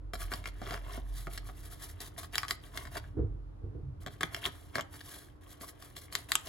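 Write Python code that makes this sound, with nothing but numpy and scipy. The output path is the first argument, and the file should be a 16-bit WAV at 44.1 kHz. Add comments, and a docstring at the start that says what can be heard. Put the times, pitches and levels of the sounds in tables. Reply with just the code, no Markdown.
"""In a quiet kitchen a deep drone and a low rumble swell and fade, with room tone and a faint hum throughout.
A spoon digs in a paper and foil packet of powder, held close over a plastic bowl: each stroke is
stick-slip friction, and the buckling packet walls snap as struck resonators, with the bowl ringing along.
Halfway through, clumps of powder land in soft thuds made of a bump and a decaying low tone, with a patter
of grains; then the digging goes on."""
import sys
import numpy as np
from scipy import signal
from scipy.fft import rfft, irfft
from scipy.io import wavfile

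SR = 44100
rng = np.random.default_rng(int(sys.argv[2]) if len(sys.argv) > 2 else 0)


def to_wav(s):
    """Save 16-bit WAV."""
    ch = np.atleast_2d(s).T  # columns
    pcm = np.round(np.clip(ch, -1, 1) * 32767)  # PCM
    wavfile.write(sys.argv[1], SR, pcm.astype(np.int16))


N = 285768
TIME = np.arange(N) / SR  # s

# Level of the deep drone. Each row: time in seconds, relative level in dB.
DRONE_CURVE = [(0.0, -48.5), (0.28, -40), (0.36, -48), (1.12, -39), (1.85, -54.5), (2.91, -54), (3.3, -46),
               (4.94, -70), (6.4, -63.5)]
# Level of the low rumble. Each row: time in seconds, relative level in dB.
RUMBLE_CURVE = [(0.0, -55), (0.58, -54), (2.71, -56), (3.18, -48.5), (3.57, -55.5), (3.81, -49),
                (4.33, -55), (5.63, -61), (6.48, -59)]
# Spectrum of the low rumble. Each row: frequency in Hz, relative density in dB per Hz.
RUMBLE_SPECTRUM = [(28, -10.5), (60, -1.5), (85, 3), (130, -5.5), (190, -19.5)]
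# Spectrum of the room tone. Each row: frequency in Hz, relative density in dB per Hz.
ROOM_TONE_SPECTRUM = [(100, -11.5), (200, -18), (320, -10.5), (450, -16.5), (800, -23.5), (1200, -25),
                      (1700, -33), (2400, -40), (4000, -44.5), (8000, -54.5), (11000, -51.5),
                      (16000, -69.5)]
# Times when the spoon is inside the packet. Each row: start in seconds, end in seconds.
DIG_SPANS = [(0.132, 3.054), (4.003, 5.275), (5.41, 6.48)]
# Spoon strokes. Each row: start in seconds, push in seconds, easing off in seconds,
# relative level of the scrape through the powder in dB, level of the hiss along the lining in dB.
SPOON_STROKES = [(0.132, 0.0052, 0.03, -55, -45.5), (0.163, 0.058, 0.059, -47, -46),
                 (0.294, .03, .1, -42, -47.5), (0.43, 0.039, 0.042, -50.5, -53),
                 (0.556, .18, .08, -41.5, -52), (0.79, 0.16, 0.066, -45, -54.5),
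                 (1.035, 0.057, 0.072, -63, -60.5), (1.11, .073, 0.11, -56, -50),
                 (1.285, 0.065, 0.051, -53, -49), (1.439, 0.032, 0.07, -57.5, -53.5),
                 (1.54, 0.038, 0.11, -59.5, -57), (1.609, 0.039, 0.099, -56, -54.5),
                 (1.682, 0.046, .045, -53, -50), (1.779, 0.051, 0.088, -51, -47),
                 (1.87, 0.028, 0.044, -57, -50.5), (2, 0.0062, 0.059, -45, -44.5),
                 (2.025, 0.042, 0.037, -54, -49.5), (2.171, 0.014, 0.052, -46, -45),
                 (2.208, 0.031, .035, -51, -49.5), (2.322, 0.011, 0.14, -45.5, -45),
                 (2.475, 0.034, 0.047, -44, -44.5), (2.605, 0.039, 0.088, -54.5, -58),
                 (2.715, 0.055, 0.15, -46, -51), (2.91, 0.064, 0.025, -40, -46.5),
                 (4.0, 0.023, 0.025, -59, -61.5), (4.08, 0.051, 0.055, -65, -61.5),
                 (4.204, 0.0054, 0.086, -46, -50.5), (4.285, 0.057, 0.15, -48.5, -56),
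                 (4.41, .053, 0.038, -37.5, -44), (4.485, 0.056, 0.37, -59, -62),
                 (4.733, 0.031, 0.042, -37.5, -50), (4.9, 0.036, 0.15, -55, -54.5),
                 (5.0, 0.11, 0.18, -52.5, -49), (5.41, .025, .035, -66, -65),
                 (5.467, 0.047, 0.056, -58, -53.5), (5.6, 0.021, 0.069, -54, -47.5),
                 (5.65, 0.045, 0.022, -54.5, -47.5), (5.775, 0.057, 0.13, -56.5, -56.5),
                 (5.955, 0.011, 0.046, -55, -47), (6.0, 0.019, 0.07, -63, -53),
                 (6.113, 0.018, 0.12, -47.5, -47), (6.282, 0.011, 0.17, -48.5, -48),
                 (6.425, 0.061, .05, -44, -46)]
# Spectrum of the scrape through powder. Each row: frequency in Hz, relative density in dB per Hz.
SCRAPE_SPECTRUM = [(200, -2.5), (300, 0), (420, 0), (560, -5.5), (700, 3), (820, -11), (950, 3), (1300, -6),
                   (1900, -3.5), (2500, -7), (3200, -6), (4300, -16), (6000, -19)]
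# Spectrum of the hiss along the lining. Each row: frequency in Hz, relative density in dB per Hz.
HISS_SPECTRUM = [(900, -8.5), (1300, -5), (2000, -1), (2500, -10.5), (3200, -8), (4200, -5.5), (5200, -5),
                 (8000, -5), (9700, 3.5), (10800, 0), (12000, 0), (13500, -1.5), (14500, -13),
                 (16000, -7.5)]
# Buckles of the packet wall. Each row: time in seconds, panel pitch in Hz, panel level in dB,
# brightness of the foil's crack in dB above the panel, level of the thump of air in dB.
WALL_BUCKLES = [(0.1351, 1300, -37, -7.5, -38), (0.153, 1300, -44, -2, -47),
                (0.318, 1540, -34, -12.5, -39.5), (0.3369, 1150, -37, -1, -44),
                (0.4407, 2240, -45.5, -9, -54), (0.457, 2260, -34.5, -17, -52), (0.4732, 1470, -47, 1, -48),
                (0.6167, 1500, -47, -8, -36.5), (0.6666, 1220, -42.5, -19, -42),
                (0.7079, 1740, -39, -3.5, -41.5), (0.7319, 1000, -46, 2.5, -43),
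                (0.7428, 1380, -37.5, -18, -44), (0.975, 1190, -57, -4, -37.5),
                (1.27, 1300, -39.5, -33, -36.5), (1.3761, 1770, -41.5, 2, -51),
                (1.489, 1150, -47.5, -21, -46.5), (2.004, 1192, -57, 9, -64), (2.1787, 1022, -49, 2, -49),
                (2.2321, 1240, -45.5, -3.5, -64), (2.3554, 1756, -34.5, 2.5, -55),
                (2.381, 2110, -27.5, 2.5, -64.5), (2.4322, 1240, -32, -11.5, -54),
                (2.482, 1757, -43.5, 4.5, -58), (2.5086, 1910, -29.5, 0.5, -47),
                (2.774, 1840, -35.5, -1.5, -54), (2.8527, 1760, -44, -6.5, -50),
                (2.9691, 1560, -38, -5.5, -50.5), (3.0408, 1550, -53.5, -22, -59.5),
                (4.0628, 1670, -41.5, -2.5, -39), (4.072, 1640, -42.5, -5.5, -46),
                (4.2084, 1700, -33.5, -5, -38.5), (4.2318, 1930, -25.5, -7, -35),
                (4.2323, 3290, -31.5, -13.5, -40.5), (4.3461, 1880, -35, -0.5, -47),
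                (4.461, 2240, -34, -.5, -48), (4.4674, 1640, -41, -17, -40.5), (4.7553, 1580, -29, -7, -35),
                (4.7828, 1210, -30, -16, -33), (4.8086, 1880, -43.5, 3.5, -47),
                (4.9402, 1060, -49, -6.5, -67), (5.0067, 1820, -48.5, 1, -56), (5.6104, 1950, -53, 0, -45),
                (5.8237, 1200, -52, 1, -57), (5.9649, 1950, -49.5, 4, -50), (6.125, 2060, -47, 2.5, -50.5),
                (6.1521, 1900, -30.5, 2.5, -48), (6.3188, 1900, -29, 3.5, -62),
                (6.354, 1350, -29, 7, -50.5)]
# Bowl resonances set off by sound nearby. Each row: frequency in Hz, relative level in dB,
# decay time by 60 dB in seconds.
BOWL_MODES = [(650, -15.5, 0.19), (1253, -2, 0.13), (1510, -16, 0.3), (1714, -10, 0.046), (3000, -10, .1)]
# Phase by which the left port leads for sound from the packet. Each row: frequency in Hz, phase in radians.
PORT_LEAD = [(400, 0), (850, 1.7), (1800, -.4), (2400, 0), (2850, 1.7), (3900, .1), (5400, 1.8),
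             (7700, -.3), (9100, -3.1), (10500, -6), (11700, -6.5), (13300, -9.4), (14600, -12.4),
             (16000, -12.7)]
# Level by which the left port exceeds the right for packet sound. Each row: frequency in Hz, excess in dB.
PORT_EXCESS = [(300, -4), (650, -1.5), (1200, 1), (2200, 3), (5000, 2.3), (11000, 0)]
# Reverberation of the kitchen. Each row: frequency in Hz, decay time by 60 dB in seconds.
KITCHEN_DECAY = [(150, .35), (1000, 0.4), (4000, 0.24), (14000, .15)]
# Loose powder pattering down around the landing clumps. Each row: start in seconds, swell in seconds,
# dying away in seconds, level in dB.
POWDER_SPILLS = [(3.157, 0.026, 0.12, -32.5), (3.34, .04, 0.089, -61.5), (3.605, 0.045, 0.08, -47),
                 (3.725, 0.021, 0.12, -46.5)]
# Clumps of powder landing. Each row: time in seconds, peak level in dB, pitch in Hz.
POWDER_CLUMPS = [(3.169, -29, 97.7), (3.194, -21.5, 79.2), (3.212, -24.5, 77.4), (3.241, -26.5, 99.2),
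                 (3.308, -34, 58.7), (3.346, -36.5, 50.2), (3.636, -31, 91.2), (3.665, -32, 93.2),
                 (3.753, -33.5, 80), (3.83, -35.5, 133), (3.867, -37.5, 128)]
# Spectrum of a clump's bump. Each row: frequency in Hz, relative density in dB per Hz.
THUD_SPECTRUM = [(30, -13.5), (55, 2), (95, 2), (135, -3), (180, -22), (260, -31)]
# Spectrum of the pattering powder. Each row: frequency in Hz, relative density in dB per Hz.
PATTER_SPECTRUM = [(140, 1.5), (190, -16), (240, -5), (300, 2.5), (345, -2), (410, -3.5), (480, -3),
                   (560, -30), (700, -20), (850, -33), (1350, -32), (2500, -55.5)]


def from_db(db):
    """Decibel law: a level difference as an amplitude ratio."""
    return 10 ** (np.asarray(db) / 20)


def rms_one(x):
    """Normalisation of effective value: scaled to rms 1."""
    return x / np.sqrt(np.mean(x ** 2) + 1e-20)


def at_hz(points, hz):
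    """Interpolation of a table on a logarithmic frequency axis."""
    table_hz, value = np.transpose(points)
    return np.interp(np.log(np.maximum(hz, 1)), np.log(table_hz), value)


def band(x, low_hz, high_hz, order=2):
    """Causal band-pass filtering with a maximally flat passband."""
    edges_hz = [low_hz, min(high_hz, .45 * SR)]
    return signal.sosfilt(signal.butter(order, edges_hz, "band", fs=SR, output="sos"), x + 1e-18)


def colour(x, spectrum, size=8192):
    """Minimum-phase filtering, by the folded cepstrum, to a spectrum with steep skirts; rms 1."""
    hz = np.maximum(np.fft.rfftfreq(size, 1 / SR), 1)
    low_skirt = 1 + (spectrum[0][0] / hz / 1.2) ** 6
    high_skirt = 1 + (hz / spectrum[-1][0] / 1.2) ** 6
    gain = from_db(at_hz(spectrum, hz)) / np.sqrt(low_skirt * high_skirt)
    cepstrum = irfft(np.log(gain + 1e-6))
    cepstrum[size // 2:] = 0
    response = irfft(np.exp(rfft(2 * cepstrum)))
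    return rms_one(signal.fftconvolve(np.atleast_2d(x), response[None])[:, :N])


def drift(rate):
    """Slow random modulation: chance values of spread 1, `rate` per second, joined by straight lines."""
    knots = rng.standard_normal(N // 20)
    return np.interp(TIME * rate, np.arange(len(knots)), knots)


def resonance(x, hz, width_hz):
    """Damped oscillation: a two-pole resonator with gain 1 at its peak."""
    r = np.exp(-np.pi * width_hz / SR)
    zeros = np.array([1, 0, -1]) * (1 - r * r) / 2
    poles = [1, -2 * r * np.cos(2 * np.pi * hz / SR), r * r]
    return signal.lfilter(zeros, poles, x + 1e-18)


def wide_noise(side_db):
    """Partial coherence: stereo white noise with a part of opposite sign in the two channels."""
    mid, side = rng.standard_normal((2, N))
    return mid + from_db(side_db) * side * [[1], [-1]]


def level(rows):
    """Amplitude envelope: a curve of time and dB as a gain."""
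    return from_db(np.interp(TIME, *np.transpose(rows)))


def wavering_tone(hz, phase_waver, phase_rate, level_waver_db, level_rate):
    """Phase and amplitude modulation: a sine whose phase and level drift; rms 1."""
    tone = np.sin(2 * np.pi * hz * TIME + phase_waver * drift(phase_rate))
    return rms_one(tone * from_db(level_waver_db * drift(level_rate)))


def background(drone_db=1.5, rumble_db=4.0, room_tone_db=-60.5, hum_db=-67, pan_db=-0.34):
    """Superposition: a deep drone and low rumble that swell and fade, room tone, wavering appliance hum."""
    drone = level(DRONE_CURVE) * from_db(drone_db) * wavering_tone(46.1, 0.97, 9.9, 2.2, 24)
    rumble_noise = colour(wide_noise(side_db=-16.5), RUMBLE_SPECTRUM)
    rumble = level(RUMBLE_CURVE) * from_db(rumble_db) * rumble_noise
    room_tone = from_db(room_tone_db) * colour(wide_noise(side_db=1.5), ROOM_TONE_SPECTRUM)
    hum = from_db(hum_db) * wavering_tone(296.3, 0.8, 7.7, 1.3, 9)
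    return (drone + rumble + room_tone + hum) * from_db([[pan_db], [-pan_db]])


def swell(start_s, rise_s, fall_s, depth_db=19.5, roundness=1.46):
    """Envelope of one gesture: the gain builds up to 1 and eases off along a rounded slope in dB."""
    late = TIME - start_s - rise_s
    away = np.clip(np.maximum(-late / rise_s, late / fall_s), 0, 5)
    return from_db(-depth_db * away ** roundness)


def pressure(rub_scrape_db=-64, rub_hiss_db=-73.5, uneven_db=2.0, withdraw_db_per_s=142):
    """Friction grows with contact force: light uneven rubbing on powder and lining, strokes on top."""
    inside = sum((TIME > start) * from_db(-withdraw_db_per_s * np.maximum(TIME - end, 0))
                 for start, end in DIG_SPANS)
    rub = from_db(uneven_db * drift(14))
    scrape, hiss = from_db(rub_scrape_db) * rub, from_db(rub_hiss_db) * rub
    for start_s, push_s, ease_s, scrape_db, hiss_db in SPOON_STROKES:
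        push = swell(start_s, push_s, ease_s)
        scrape = np.maximum(scrape, from_db(scrape_db) * push)
        hiss = np.maximum(hiss, from_db(hiss_db) * push)
    return inside * scrape, inside * hiss


def slips(per_s, spread_db, clump_db):
    """Stick-slip friction: tiny clicks of uneven size and either sign that come in clumps."""
    sizes = from_db(spread_db * np.minimum(rng.exponential(1, N), 4)) * rng.choice([-1, 1], N)
    happens = rng.random(N) < per_s / SR
    return sizes * happens * from_db(clump_db * drift(170))


def crinkles(per_s=24, sharpness=6.0, patchy_db=4.5, count=18):
    """Impulsive excitation of small paper facets: each ticks at its own pitch, busy for a while at a time."""
    facets = 0
    for hz in np.geomspace(550, 5600, count):
        ticks = resonance(slips(per_s, spread_db=3.5, clump_db=4.5), hz, hz / sharpness)
        facets = facets + ticks * from_db(patchy_db * drift(11))
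    return rms_one(facets)


def strokes(scrape_db=-5.5, crinkle_db=-5.0, foil_tick_db=-12.0, sheen_db=-2.0):
    """Sliding friction: the spoon grinds through powder, crinkles the paper and slides over the foil."""
    scrape, hiss = pressure()
    grinding = colour(slips(per_s=2400, spread_db=1.5, clump_db=1.0), SCRAPE_SPECTRUM)[0]
    ticking = colour(crinkles(), SCRAPE_SPECTRUM)[0]
    foil_ticks = from_db(foil_tick_db) * rms_one(slips(per_s=120, spread_db=3.0, clump_db=3.0))
    foil_slips = rms_one(slips(per_s=12000, spread_db=1.0, clump_db=2.95))
    sliding = colour(foil_slips + foil_ticks, HISS_SPECTRUM)[0]
    # the lining's bright resonance comes and goes as the foil is stretched
    sheen = from_db(sheen_db + 4.5 * drift(13)) * resonance(sliding, hz=3500, width_hz=1100)
    powder_and_paper = from_db(scrape_db) * grinding + from_db(crinkle_db) * ticking
    return scrape * powder_and_paper + hiss * rms_one(sliding + sheen)


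def buckle(t, strength_db, rise_s=.0002, firm_db=-28, softness=.65, follow_s=0.001, follow_db=-17, count=6):
    """Snap-through instability: one crease flips, neighbours follow; weak flips are slower and more ragged."""
    slack = np.clip(from_db(softness * (firm_db - strength_db)), 1, 4)
    kicks = np.eye(1, len(t))[0]
    delays = np.cumsum(rng.exponential(follow_s * slack, count))
    sizes = rng.standard_normal(count) * from_db(follow_db) * slack * np.linspace(1, .3, count)
    kicks[np.minimum(delays * SR + 8, len(t) - 1).astype(int)] = sizes
    burst = rng.standard_normal(len(t)) * t * np.exp(-t / (rise_s * slack))
    crackle = signal.fftconvolve(kicks, burst / np.linalg.norm(burst))[:len(t)]
    # the bursts take time to build up, so the kicks are held back too
    return np.roll(kicks, round(2 * rise_s * SR)), crackle


def snaps(fizz_db=-4.5, fizz_per_brightness=1.53, edge_db=-9, top_db=-6, knock_db=-2.5,
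          knock_db_per_octave=14, thump_s=0.011, size=3072):
    """Impulse response of a panel: the foil cracks, the panel rings and pushes out air with a hollow knock."""
    out, t = np.zeros(N + size), np.arange(size) / SR
    for s, hz, panel_db, bright_db, thump_db in WALL_BUCKLES:
        crack_db = panel_db + bright_db
        # the finest fizz gains faster than the crack as a buckle gets brighter
        fine_db = panel_db + fizz_db + fizz_per_brightness * bright_db
        kicks, crackle = buckle(t, max(crack_db, fine_db))
        air = rng.standard_normal(size) * np.exp(-t / thump_s)
        # wide, low panels knock most
        hollow = from_db(knock_db - knock_db_per_octave * np.log2(hz / 1400))
        thump = band(air, 63, 400) - hollow * resonance(air, hz=700, width_hz=140)
        flex = resonance(kicks, hz, width_hz=380) + from_db(edge_db) * band(kicks, 870, 2700, order=3)
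        # panels share an overtone near 3050 Hz, varied by up to 1 %; panels above about 1930 Hz ring higher
        upper_hz = max(1.58 * hz, 3050) * rng.uniform(1.0, 1.01)
        crack = band(0.26 * kicks + crackle, 2500, 5730, order=3) + resonance(kicks, upper_hz, width_hz=600)
        bright = .5 * kicks + crackle
        top = rms_one(band(bright, 11000, 12600, order=3))
        fizz = rms_one(band(bright, 5260, 7870, order=3)) + from_db(top_db) * top
        start = round(s * SR)
        for part, level_db in [(thump, thump_db), (flex, panel_db), (crack, crack_db), (fizz, fine_db)]:
            # the level is the rms this part would have if its energy filled 5 ms
            equal_energy = part / np.linalg.norm(part) * np.sqrt(.005 * SR)
            out[start:start + size] += from_db(level_db) * equal_energy
    return out[:N]


def inside_packet(x, echo_db=-14.0, t60=0.018, bends_per_s=9, hollow_share=0.6, size=4096, count=5):
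    """Multiple reflection between bending walls, with a cavity that swallows one band."""
    t = np.arange(size) / SR
    noise = rng.standard_normal((count, size)) * from_db(-60 * t / t60)
    echoes = band(noise * (t > .0008), 780, 9000, order=1)
    echoes = echoes / np.linalg.norm(echoes, axis=1, keepdims=True)
    # drifting shares of fixed echo patterns stand for the changing shape
    shapes = np.array([drift(bends_per_s) for _ in range(count)])
    shares = shapes / np.linalg.norm(shapes, axis=0)
    bounced = signal.fftconvolve(x * shares, echoes, axes=1).sum(axis=0)[:N]
    x = x + from_db(echo_db) * bounced
    return x - hollow_share * resonance(x, hz=2520, width_hz=480)


def bowl(x, ring_db=4.0):
    """Sympathetic resonance: the bowl's modes ring along faintly, each as wide as its damping."""
    return sum(from_db(level_db + ring_db) * resonance(x, hz, np.log(1000) / np.pi / t60)
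               for hz, level_db, t60 in BOWL_MODES)


def ports(x):
    """Phase and level differences: packet sound meets two microphone ports with unlike phase and strength."""
    spectrum, hz = rfft(x, 2 * N), np.fft.rfftfreq(2 * N, 1 / SR)
    # half of each difference goes to either port
    turn = np.exp(.5j * at_hz(PORT_LEAD, hz)) * from_db(.5 * at_hz(PORT_EXCESS, hz))
    return irfft([spectrum * turn, spectrum / turn])[:, :N]


def surroundings(x, near_db=-7.0, near_t60=0.03, room_db=-11, dull_hz=7000, size=22050):
    """Early reflection and reverberation: quick returns from bowl and wall, then the kitchen's short tail."""
    t, response = np.arange(size) / SR, 0
    white = rng.standard_normal((2, 2, size))  # neighbouring bands take turns between two stereo noises
    edges = np.geomspace(100, 17000, 9)
    near = from_db(-60 * t / near_t60)
    for k, (low, high) in enumerate(zip(edges, edges[1:])):
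        far = from_db(-60 * t / at_hz(KITCHEN_DECAY, np.sqrt(low * high)))
        early = from_db(near_db) * near / np.linalg.norm(near)
        late = from_db(room_db) * far / np.linalg.norm(far) * (1 - near)
        response = response + band(white[k % 2] * (early + late) * (t > .0008), low, high)
    return signal.fftconvolve(x[None], band(response, 80, dull_hz, order=3))[:, :N]


def falling_powder(ring_share=0.53, ring_s=0.02, size=6000):
    """Soft impact and granular flow: clumps land with a bump and short low ring; loose powder patters."""
    t, thuds = np.arange(size) / SR, np.zeros(N)
    bump = colour(np.eye(1, size), THUD_SPECTRUM)[0, :size]
    bump = bump / np.abs(bump).max()
    for s, level_db, hz in POWDER_CLUMPS:
        ring = np.sin(2 * np.pi * hz * t) * t / ring_s * np.exp(1 - t / ring_s)
        thud = bump + ring_share * ring
        start = round(s * SR)
        thuds[start:start + size] += from_db(level_db) * thud / np.abs(thud).max()
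    grains = rms_one(slips(per_s=900, spread_db=1.5, clump_db=-1.0))
    patter = colour(grains + 1.14 * rng.standard_normal((2, N)), PATTER_SPECTRUM)
    flow = sum(from_db(db) * swell(s, rise_s, fall_s) for s, rise_s, fall_s, db in POWDER_SPILLS)
    return thuds + flow * patter


def scene(bowl_pan_db=-1.0):
    """Superposition: the packet close by, the bowl below it, the kitchen around."""
    packet = inside_packet(snaps() + strokes())
    powder = falling_powder() * from_db([[bowl_pan_db], [-bowl_pan_db]])
    return ports(packet + bowl(packet)) + surroundings(packet) + powder + background()


def record(dry, left_bass_hz=27, cutoff_hz=15900):
    """Band limitation: the left microphone loses its deepest bass; the top of both is cut steeply."""
    left = signal.sosfilt(signal.butter(1, left_bass_hz, "high", fs=SR, output="sos"), dry[0])
    steep = signal.ellip(10, .2, 80, cutoff_hz, fs=SR, output="sos")
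    return signal.sosfilt(steep, np.array([left, dry[1]]))


dry = scene()
out = record(dry)
to_wav(out)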